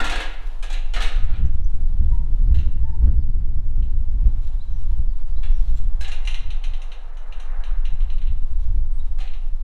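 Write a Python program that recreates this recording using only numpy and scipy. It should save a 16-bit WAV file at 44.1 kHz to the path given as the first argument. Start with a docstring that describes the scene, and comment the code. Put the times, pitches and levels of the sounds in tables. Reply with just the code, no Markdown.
"""A tubular steel gate is walked across a concrete farmyard while wind buffets the microphone throughout.
First the frame clanks down in heavy bursts of noise and dying tones; boots scuff, as noisy clicks.
From about 1.5 s small birds sing far off and thin steel squeaks follow, all gliding sine tones.
The latch clinks at its own pitches, faintly around 2.5 and 3.8 s, then often from about 6 s, when one foot
drags in a dense stream of slips. All along, walls and sheds echo the yard sounds over soft air."""
import sys
import numpy as np
from scipy import signal
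from scipy.fft import rfft, irfft
from scipy.io import wavfile
from scipy.ndimage import uniform_filter1d

SR = 44100
rng = np.random.default_rng(int(sys.argv[2]) if len(sys.argv) > 2 else 0)


def pcm_store(signal):
    """Save signal as 16-bit PCM."""
    levels = np.round(np.clip(np.atleast_2d(signal), -1, 1) * 32767)
    wavfile.write(sys.argv[1], SR, levels.astype(np.int16).T)


N = 424683
T = np.arange(N) / SR  # time in seconds

# the strongest tones of the gate's tubes: f/Hz, relative level/dB
TUBE_TONES = [(310, -5), (456, -4.5), (510, -3.5), (538, -4), (680, -6.5), (735, -4), (778, -8.5),
              (1028, -9.5), (1249, -4), (1324, -11.5), (1397, -6), (1637, -3), (1663, -2.5), (1742, -2.5),
              (1850, -10.5), (2100, -2), (2393, -1.5), (2556, -2.5), (2606, -4.5), (2741, -2.5),
              (2800, -4.5), (2852, -2.5), (3180, -7.5), (3813, -0.5), (4000, -2), (4230, -9)]
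# how long the frame's crowd of weak tones rings (t60: time to fall by 60 dB): f/Hz, t60/s
RING_TIMES = [(300, 0.42), (1500, 0.36), (2300, 0.33), (2800, 0.47), (3400, 0.33), (8000, 0.1)]


def clanks(crowd, bounce=0.44, count=14):
    """The frame lands and its loose parts chatter for a moment and pump up the tubes, which sing on."""
    # the frame meets the ground: t/s, relative level/dB, weight of the low tones/dB, brightness/dB,
    # chatter time/s, tube tone that the blow favours f/Hz, lift of that tone/dB
    landings = [(.001, -33, 10, 6, 0.013, 1742, 13), (.042, -31, 3.5, 9, 0.014, 510, 9.5),
                (.064, -34, -3, 4, .014, 2556, -1), (.096, -29, 0.5, 6.5, .02, 3813, 4),
                (.122, -32, 1.5, 2.5, 0.023, 1637, 19), (.155, -32.5, 0.5, 5, 0.026, 538, 3),
                (.202, -31.5, 1.5, 4, .025, 2741, -4), (.625, -40, 1.5, 9.5, .015, 1663, 10.5),
                (0.7, -41, 1, 8, .02, 735, 12), (.725, -38.5, -8.5, 7.5, .0082, 2100, 6),
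                (.737, -43.5, -5.5, -4, .02, 1663, 15.5), (.936, -32.5, -0.5, 5, 0.022, 2852, 10.5),
                (.962, -35, 6.5, 3.5, 0.015, 1397, 9), (1.004, -31, -1.5, 2.5, 0.0097, 1663, 5.5),
                (1.02, -30.5, -1.5, 7, 0.038, 2741, 1), (1.29, -53, 7.5, -7, 0.034, 2100, 6),
                (1.337, -53, 5.5, -7, 0.013, 2393, 16), (1.357, -54, 0, -1.5, 0.011, 2800, 12.5),
                (2.543, -51, 1, 6, 0.03, 3180, 14.5), (5.43, -46.5, 1, 0, .012, 2741, 7),
                (6.008, -40, -2, 10.5, 0.024, 1663, 11), (6.078, -44, .5, 9, .012, 2100, 9),
                (9.184, -49, 5, 7, 0.029, 735, 12), (9.201, -44, -7.5, 2.5, 0.023, 2800, 3)]
    # the crowd of weaker tones under a heavy blow: f/Hz, relative level/dB
    frame_spectrum = [(150, -23.5), (310, -2), (385, -11.5), (500, -5.5), (780, 4.5), (1080, -3.5),
                      (1550, 1.5), (1950, 1), (2750, 2), (4100, -0.5), (4800, -13.5), (8600, -17.5),
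                      (15500, -43)]
    thud = 3  # a heavy landing lifts the deepest tones this many times more (in dB) than the low ones
    tube_db, tube_sustain = -11.5, 1.15  # the strong tones against the crowd: level, times longer to ring
    tube_split = .004  # like bars differ by about this share in pitch, so their tones beat
    hz, tone_table_db = np.transpose(TUBE_TONES)
    out = np.zeros(N)
    for s, db, weight_db, bright_db, chatter_s, favoured_hz, lift_db in landings:
        deep_db = thud * max(weight_db, 0)
        touch = [(180, deep_db), (330, weight_db), (1500, weight_db), (2400, 0), (4200, 0), (6000, bright_db)]

        # bounces thin out as they weaken; "late" counts in chatter times
        late = -np.log(1 - (np.arange(count) + rng.random(count)) / count)
        contacts = np.zeros(SR // 2)
        places = np.clip(late * chatter_s * SR, 1, len(contacts) - 1).astype(int)
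        contacts[places] = bounce * rng.choice([-1, 1], count) * np.exp(-late / 3)
        contacts[0] = 1
        contacts /= np.linalg.norm(contacts)
        sound = blow(crowd, frame_spectrum, touch, crack_db=5.0, crack_s=0.0083, rise_s=0.00094)
        clash = signal.fftconvolve(sound, contacts)[:SR]

        # the place of the blow picks out one tone
        struck = np.arange(len(hz)) == np.argmin(abs(hz - favoured_hz))
        bars = hz * (1 + tube_split * rng.standard_normal((2, len(hz))))
        tone_db = tube_db + tone_table_db + read(touch, hz)
        t60 = tube_sustain * read(RING_TIMES, hz)
        tones = sum(modes(bar_hz, tone_db, t60) for bar_hz in bars)
        tones += modes(hz[struck], tone_db[struck] + lift_db, t60[struck])  # the struck bar sings out clean
        pumped = tones * (1 - np.exp(-2 * T[:SR] / chatter_s))
        add(out, s, amp(db) * (clash + pumped))
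    return amp(-4.0) * out


def clinks(crowd, tick_db=10.5, tick_t60=0.021, rise_s=.0005):
    """The light latch bites with a short hard tick, stirs the high tones of the frame and rings on by itself."""
    # the loose latch knocks on the frame: t/s, relative level/dB, brightness/dB,
    # tone that the knock favours f/Hz
    knocks = [(2.543, -58.5, -6, 3117), (2.587, -58.5, -8, 2950), (2.602, -60, -8.5, 2700),
              (3.8233, -65.5, -9, 3120), (6.0459, -46, -17, 3980), (6.117, -44, -7.5, 2790),
              (6.251, -53.5, -0.5, 2400), (6.2734, -39.5, -8, 2790), (6.31, -54.5, -1, 2790),
              (6.344, -44, -9, 2790), (6.5041, -49, -9, 3120), (6.6384, -48, -6.5, 3120),
              (6.7353, -53, -10, 3120), (6.8176, -55, -3, 3860), (6.918, -52, -9.5, 3000),
              (7.17, -61, -3.5, 3000), (7.324, -55, -10, 3000), (7.399, -57, -1, 2790),
              (7.6374, -53, -8, 3120), (7.852, -51, -9.5, 3000), (8.0048, -58.5, -12, 3120),
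              (8.1013, -56.5, -12, 3000), (8.182, -62.5, -13, 2790), (8.216, -58, -13, 3120),
              (8.272, -59.5, -17, 2790), (9.276, -57.5, -19, 2400), (9.3352, -58.5, -11, 2120)]
    # the crowd of weak frame tones that the latch stirs: f/Hz, relative level/dB
    stirred_spectrum = [(300, -52.5), (700, -11.5), (1400, -11.5), (2050, -5), (2230, -10.5), (2420, -1),
                        (2590, -2), (2800, -1.5), (3150, -2.5), (3400, -6), (3750, -1.5), (4150, -6.5),
                        (4400, -16), (4900, -19), (6050, -2.5), (7800, -16.5), (9000, -10), (11500, -26),
                        (15500, -46)]
    # the latch's own ring: f/Hz, relative level/dB, t60/s
    latch_tones = [(2094, -4, 0.36), (2370, -4, .29), (2730, -3, 0.38), (2790, 1, 0.51), (2950, -1.5, .18),
                   (3117, -0.5, .18), (3905, -6, 0.18), (3940, -4, 0.24), (4221, -4.5, 0.19)]
    hz, tone_db, t60 = np.transpose(latch_tones)
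    knock_db, ring_db, favour_db = -3, -3.5, 6
    out = np.zeros(N)
    for s, db, bright_db, favoured_hz in knocks:
        touch = [(4200, 0.0028), (6000, bright_db)]
        knock = blow(crowd, stirred_spectrum, touch, crack_db=7, crack_s=0.025, rise_s=rise_s)
        struck = np.arange(len(hz)) == np.argmin(abs(hz - favoured_hz))
        tick = amp(tick_db) * modes(hz, tone_db, tick_t60)
        ring = amp(ring_db) * modes(hz, tone_db + favour_db * struck, t60)
        own_sound = (tick + ring) * (1 - np.exp(-T[:SR] / rise_s))
        add(out, s, amp(db) * (amp(knock_db) * knock + own_sound))
    return out


def blow(crowd, spectrum, touch, crack_db, crack_s, rise_s):
    """One second of the gate's answer to a contact: a crack and a crowd of weak tones."""
    t, hz = T[:SR], np.fft.rfftfreq(SR, 1 / SR)
    clang_band = (hz > 2200) & (hz < 4500)  # both parts are levelled by their strength in this band
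    noise = amp(read(spectrum, hz)) * np.exp(2j * np.pi * rng.random(len(hz)))

    def levelled(part):
        return irfft(part * amp(read(touch, hz))) / np.std(irfft(part * clang_band))

    ring, crack = levelled(crowd * noise), levelled(noise)
    sound = fade(ring, RING_TIMES) + amp(crack_db) * crack * np.exp(-t / crack_s)
    return sound * (1 - np.exp(-t / rise_s))  # the shock takes a moment to spread along the bars


def drag(pressed_t60=0.14):
    """Many tiny slips of steel on concrete set the tubes humming; more pressure makes them harsher."""
    # a foot of the gate drags over concrete: t/s, relative level/dB, pressure as brightness/dB
    strokes = [(5.9, -62, -1), (6.1, -51.5, -8), (6.6, -54.5, -4.5), (6.9, -50, -8.5), (7.15, -52.5, -1.5),
               (7.33, -49.5, -3.5), (7.47, -50, 4), (7.61, -47, -1.5), (7.78, -61.5, 8), (7.9, -55, -3),
               (8.4, -62.5, -8)]
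    # colour of the grinding: f/Hz, relative level/dB
    grind_spectrum = [(300, -15.5), (420, -10), (520, -1), (1000, -2), (1650, -4.5), (2300, -14),
                      (4000, -34.5), (5000, -50)]
    s, db, bright_db = np.transpose(strokes)
    hz = np.transpose(TUBE_TONES)[0]
    slips = grains(per_s=2700, spread_db=0.0) * amp(0.81 * wander(hz=29.8))
    hum = signal.fftconvolve(slips, modes(hz, np.zeros(len(hz)), pressed_t60))[:N]  # the ground damps the tubes
    grind = colour(unit(slips) + amp(-18.0) * unit(hum), grind_spectrum)
    dull = signal.sosfiltfilt(signal.butter(2, 1100, fs=SR, output="sos"), grind)
    bright = (grind - dull) * amp(np.interp(T, s, bright_db))
    return (dull + bright) * np.interp(T, s, amp(db), 0, 0)


def scuffs():
    """Grit crunches under a boot: coloured random clicks swell and fade with each press."""
    # boots scuff on grit: t/s, length/s, relative level/dB
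    steps = [(0.44, 0.06, -61), (4.38, 0.14, -65), (4.467, 0.019, -63), (4.567, 0.52, -72),
             (5.48, 0.36, -67.5), (5.744, 0.064, -62), (8.565, 0.13, -67)]
    # colour of the crunch: f/Hz, relative level/dB
    grit_spectrum = [(800, -4.5), (2500, 0), (3900, 7), (4900, -8), (5800, -0.5), (8000, -8),
                     (12000, -10.5), (16000, -24)]
    press = np.zeros(N)
    for s, length, db in steps:
        add(press, s, amp(db) * np.hanning(int(length * SR)))
    crunch = grains(per_s=2000, spread_db=3)
    return press * colour(crunch, grit_spectrum)


def ring_and_squeaks():
    """A brief ring of a struck tube, then thin squeaks of steel: wavering glides with an overtone an octave up."""
    # the row at 0 s is the ring of the first clank, the others are squeaks:
    # t/s, length/s, first f/Hz, last f/Hz, relative level/dB, overtone against the main tone/dB
    steel_notes = [(0, 0.011, 1416, 1395, -17.5, -12), (2.11, 0.06, 969, 932, -45, -23),
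                   (2.83, .095, 865, 908, -48, -13), (2.922, 0.046, 896, 916, -45, -22)]
    return whistles(steel_notes, waver=0.0058)


def birds(count=13, uneven_db=2):
    """Scattered clear notes, buzzy warbles, and one bird's run of falling notes, all as gliding tones."""
    # clear notes: t/s, length/s, first f/Hz, last f/Hz, relative level/dB
    clear_notes = [(1.45, .025, 5850, 6010, -58.5), (1.64, 0.017, 5640, 6320, -54.5),
                   (2.06, .11, 7550, 7030, -71.5), (3.655, 0.047, 5760, 8240, -67),
                   (4.6, .028, 3620, 4270, -52.5), (4.665, 0.03, 3730, 4160, -59.5),
                   (5.07, 0.067, 5250, 4100, -65.5), (5.28, .05, 5050, 4300, -68),
                   (5.36, 0.038, 3730, 4230, -54), (5.755, 0.035, 7500, 7500, -55),
                   (8.92, 0.097, 8000, 9300, -65.5), (8.99, 0.029, 3730, 3830, -54.5)]
    # buzzy warbles: t/s, length/s, first f/Hz, last f/Hz, relative level/dB
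    buzzy_notes = [(4.69, 0.13, 6200, 5500, -66), (5.52, .08, 5900, 5400, -60.5),
                   (5.62, .11, 4900, 3780, -65)]
    # typical note of the run: length/s, first f/Hz, last f/Hz, relative level/dB
    run_note = (.04, 5450, 4300, -70.5)
    run_start_s, run_step_s = 2.456, .0925
    loud, high = rng.standard_normal((count, 2)).T
    starts = run_start_s + run_step_s * np.arange(count)
    pitches = 1 + 0.021 * high  # each note lies a little higher or lower
    length, first_hz, last_hz, db = run_note
    run = [(s, length, first_hz * pitch, last_hz * pitch, db + uneven_db * more)
           for s, pitch, more in zip(starts, pitches, loud)]
    return whistles(clear_notes, waver=0.013) + whistles(buzzy_notes + run, waver=0.018)


def whistles(rows, waver):
    """Gliding notes with soft ends; a row may name the level of an overtone."""
    out = np.zeros(N)
    jitter = 1 + waver * wander(hz=251)
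    for s, length, first_hz, last_hz, db, *overtone_db in rows:
        u = np.linspace(0, 1, int(length * SR))  # progress through the note
        note_jitter = jitter[max(0, int(s * SR)):][:len(u)]
        pitch_hz = first_hz * (last_hz / first_hz) ** u * note_jitter
        phase = 2 * np.pi * np.cumsum(pitch_hz) / SR
        tone = np.sin(phase) + sum(amp(level) * np.sin(2 * phase) for level in overtone_db)
        add(out, s, amp(db) * tone * np.sqrt(np.sin(np.pi * u).clip(0)))
    return out


def yard(x, first_s=0.0047, wall_s=0.031, wall=0.41, shed_s=.06, shed=0.27):
    """Scattered echoes from sheds and walls, with two clearer returns."""
    # how long the scattered echoes last: f/Hz, t60/s
    echo_times = [(200, 1), (1500, 0.89), (3000, 0.7), (6000, 0.52), (14000, 0.27)]
    t = T[:SR]
    taps = rng.choice([-1., 1.], SR) * (rng.random(SR) < 2500 / SR) * (t > first_s)
    tail = fade(taps, echo_times)
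    tail /= np.linalg.norm(tail)
    tail[int(wall_s * SR)] += wall
    tail[int(shed_s * SR)] += shed
    return signal.fftconvolve(x, tail)[:N]


def wind(lumpy_db=2.5, turbulence_db=2.0, buffet_db=1.0):
    """Slow pressure swings, and lumpy turbulence that rides on the breeze and flares up in every gust."""
    # the breeze swells and drops: t/s, relative turbulence/dB, relative slow buffeting/dB
    breeze = [(0.0, -39, -16.5), (.35, -57, -24.5), (.7, -50.5, -20), (1.24, -29.5, -13),
              (3.22, -22.5, -16.0), (4.4, -29.5, -15.5), (4.6, -36.5, -21), (4.8, -28, -14.5),
              (5.28, -38.5, -15.5), (5.45, -34, -11.5), (5.88, -29, -14), (6.15, -45.5, -16.5),
              (6.75, -50.5, -19), (6.95, -58, -28), (7.12, -59, -26.5), (7.35, -49.5, -23),
              (7.8, -45.5, -15.5), (8.7, -31.5, -15), (9.62, -46, -19)]
    # single gusts puff at the microphone: t/s, rise of the turbulence/dB
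    puffs = [(1.43, 11), (2.05, 6.5), (2.28, 4), (2.562, 8), (3.091, 11.0), (3.66, 2.5), (4.28, 9.5),
             (5.031, 9), (6.46, 15), (6.7, 12.5), (7.94, 8), (8.3, 7), (8.76, 6.5)]
    # colour of the slow buffeting: f/Hz, relative level/dB
    buffet_spectrum = [(2, 6.5), (5, 7), (12, 9), (22, 9.5), (35, -1.5), (52, -16), (75, -28), (300, -96.5)]
    # colour of the turbulence: f/Hz, relative level/dB
    gust_spectrum = [(25, 0), (50, 11.5), (80, 2), (110, -6.5), (160, -15), (250, -24), (400, -35),
                     (700, -48.5), (2000, -58), (8000, -82)]
    gust_s = 0.073  # a gust builds and dies away over this time
    s, breeze_db, swing_db = np.transpose(breeze)
    puff_db = sum(db * np.exp(-((T - at) / gust_s) ** 2) for at, db in puffs)
    strength_db = np.interp(T, s, breeze_db) + puff_db
    buffet = colour(rng.standard_normal(N), buffet_spectrum)
    buffet /= np.sqrt(uniform_filter1d(buffet ** 2, size=5000))  # eddies of even strength
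    gust = unit(colour(rng.standard_normal(N), gust_spectrum) * amp(lumpy_db * wander(hz=20.9)))
    swings = buffet * amp(np.interp(T, s, swing_db) + buffet_db)
    return swings + gust * amp(strength_db + turbulence_db)


def air(drift_db=1.46):
    """The soft wash of open country: coloured noise whose level drifts."""
    # colour of the wash: f/Hz, relative level/dB
    air_spectrum = [(100, -1.5), (450, 3), (900, 7), (1400, -1.5), (2200, -7), (3800, -7.5), (5000, -13.5),
                    (10000, -20.5), (15500, -29.5)]
    # its level over time, before the drift: t/s, level/dB
    air_levels = [(0, -51.5), (1.5, -60), (2.6, -60.5), (3.5, -65.5), (4.3, -58.5), (5.2, -59),
                  (5.8, -57.5), (7, -60.5), (9.63, -59.5)]
    level_db = np.interp(T, *np.transpose(air_levels)) + drift_db * wander(hz=24)
    return colour(rng.standard_normal(N), air_spectrum) * amp(level_db)


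def modes(hz, db, t60):
    """One second of dying tones, each starting at a random point of its swing."""
    t = T[:SR]
    fall_db = db[:, None] - 60 * t / np.reshape(t60, (-1, 1))
    fall = np.float32(np.log(10) * fall_db / 20)
    phase = np.float32(2 * np.pi * (hz[:, None] * t + rng.random((len(hz), 1))))
    return (np.exp(fall) * np.sin(phase)).sum(0)


def grains(per_s, spread_db):
    """Sparse clicks, a few of them large."""
    size = amp(spread_db * np.minimum(rng.exponential(1, N), 4))
    return size * rng.standard_normal(N) * (rng.random(N) < per_s / SR)


def wander(hz):
    """Random wavering that holds only rates below hz, at rms 1."""
    return unit(irfft(rfft(rng.standard_normal(N)) * (np.fft.rfftfreq(N, 1 / SR) < hz), N))


def colour(x, spectrum):
    """Gives a long sound a spectrum, at rms 1."""
    return unit(irfft(rfft(x) * amp(read(spectrum, np.fft.rfftfreq(N, 1 / SR))), N))


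def fade(x, t60s, size=256):
    """Lets every band die away at its own speed."""
    hz, t, bands = signal.stft(x, SR, nperseg=size)
    fall = amp(-60 * t / read(t60s, hz)[:, None])
    return signal.istft(bands * fall, SR, nperseg=size)[1][:len(x)]


def read(points, hz):
    """Reads a table along a logarithmic frequency axis."""
    f, value = np.transpose(points)
    return np.interp(np.log(hz + 1), np.log(f + 1), value)


def add(mix, s, sound):
    """Mixes a sound in at time s."""
    part = mix[max(0, round(s * SR)):][:len(sound)]
    part += sound[:len(part)]


def amp(db):
    """Decibels to gain."""
    return 10 ** (np.asarray(db) / 20)


def unit(x):
    """Scales to rms 1."""
    return x / np.sqrt(np.mean(x ** 2) + 1e-20)


def scene():
    """The gate, the boots and the birds echo in the yard; wind and air stay free of echo."""
    crowd = rng.random(SR // 2 + 1) < .2  # which 1 Hz steps hold a weak tone, the same for every blow
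    frame, latch = clanks(crowd), clinks(crowd)
    rubbing = amp(-2.5) * drag() + amp(4.0) * scuffs()
    steel_tones, song = amp(-2.0) * ring_and_squeaks(), amp(-2.5) * birds()
    to_yard = amp(-9.0) * frame + amp(-9.5) * latch + amp(-7.5) * rubbing
    to_yard += amp(-9.5) * steel_tones + amp(-9.0) * song
    direct = frame + latch + rubbing + steel_tones + song
    return (direct + yard(to_yard) + wind() + air())[None]


def record(dry):
    """Soft ends and the band limit of the recorder."""
    edge_hz = 15750
    ends = np.minimum(1, np.minimum(T / .003, (T[-1] - T) / .02))
    lowpass = signal.firwin(511, edge_hz, window=("kaiser", 9), fs=SR)
    return signal.oaconvolve(dry * ends, lowpass[None], "same")


dry = scene()
out = record(dry)
pcm_store(out)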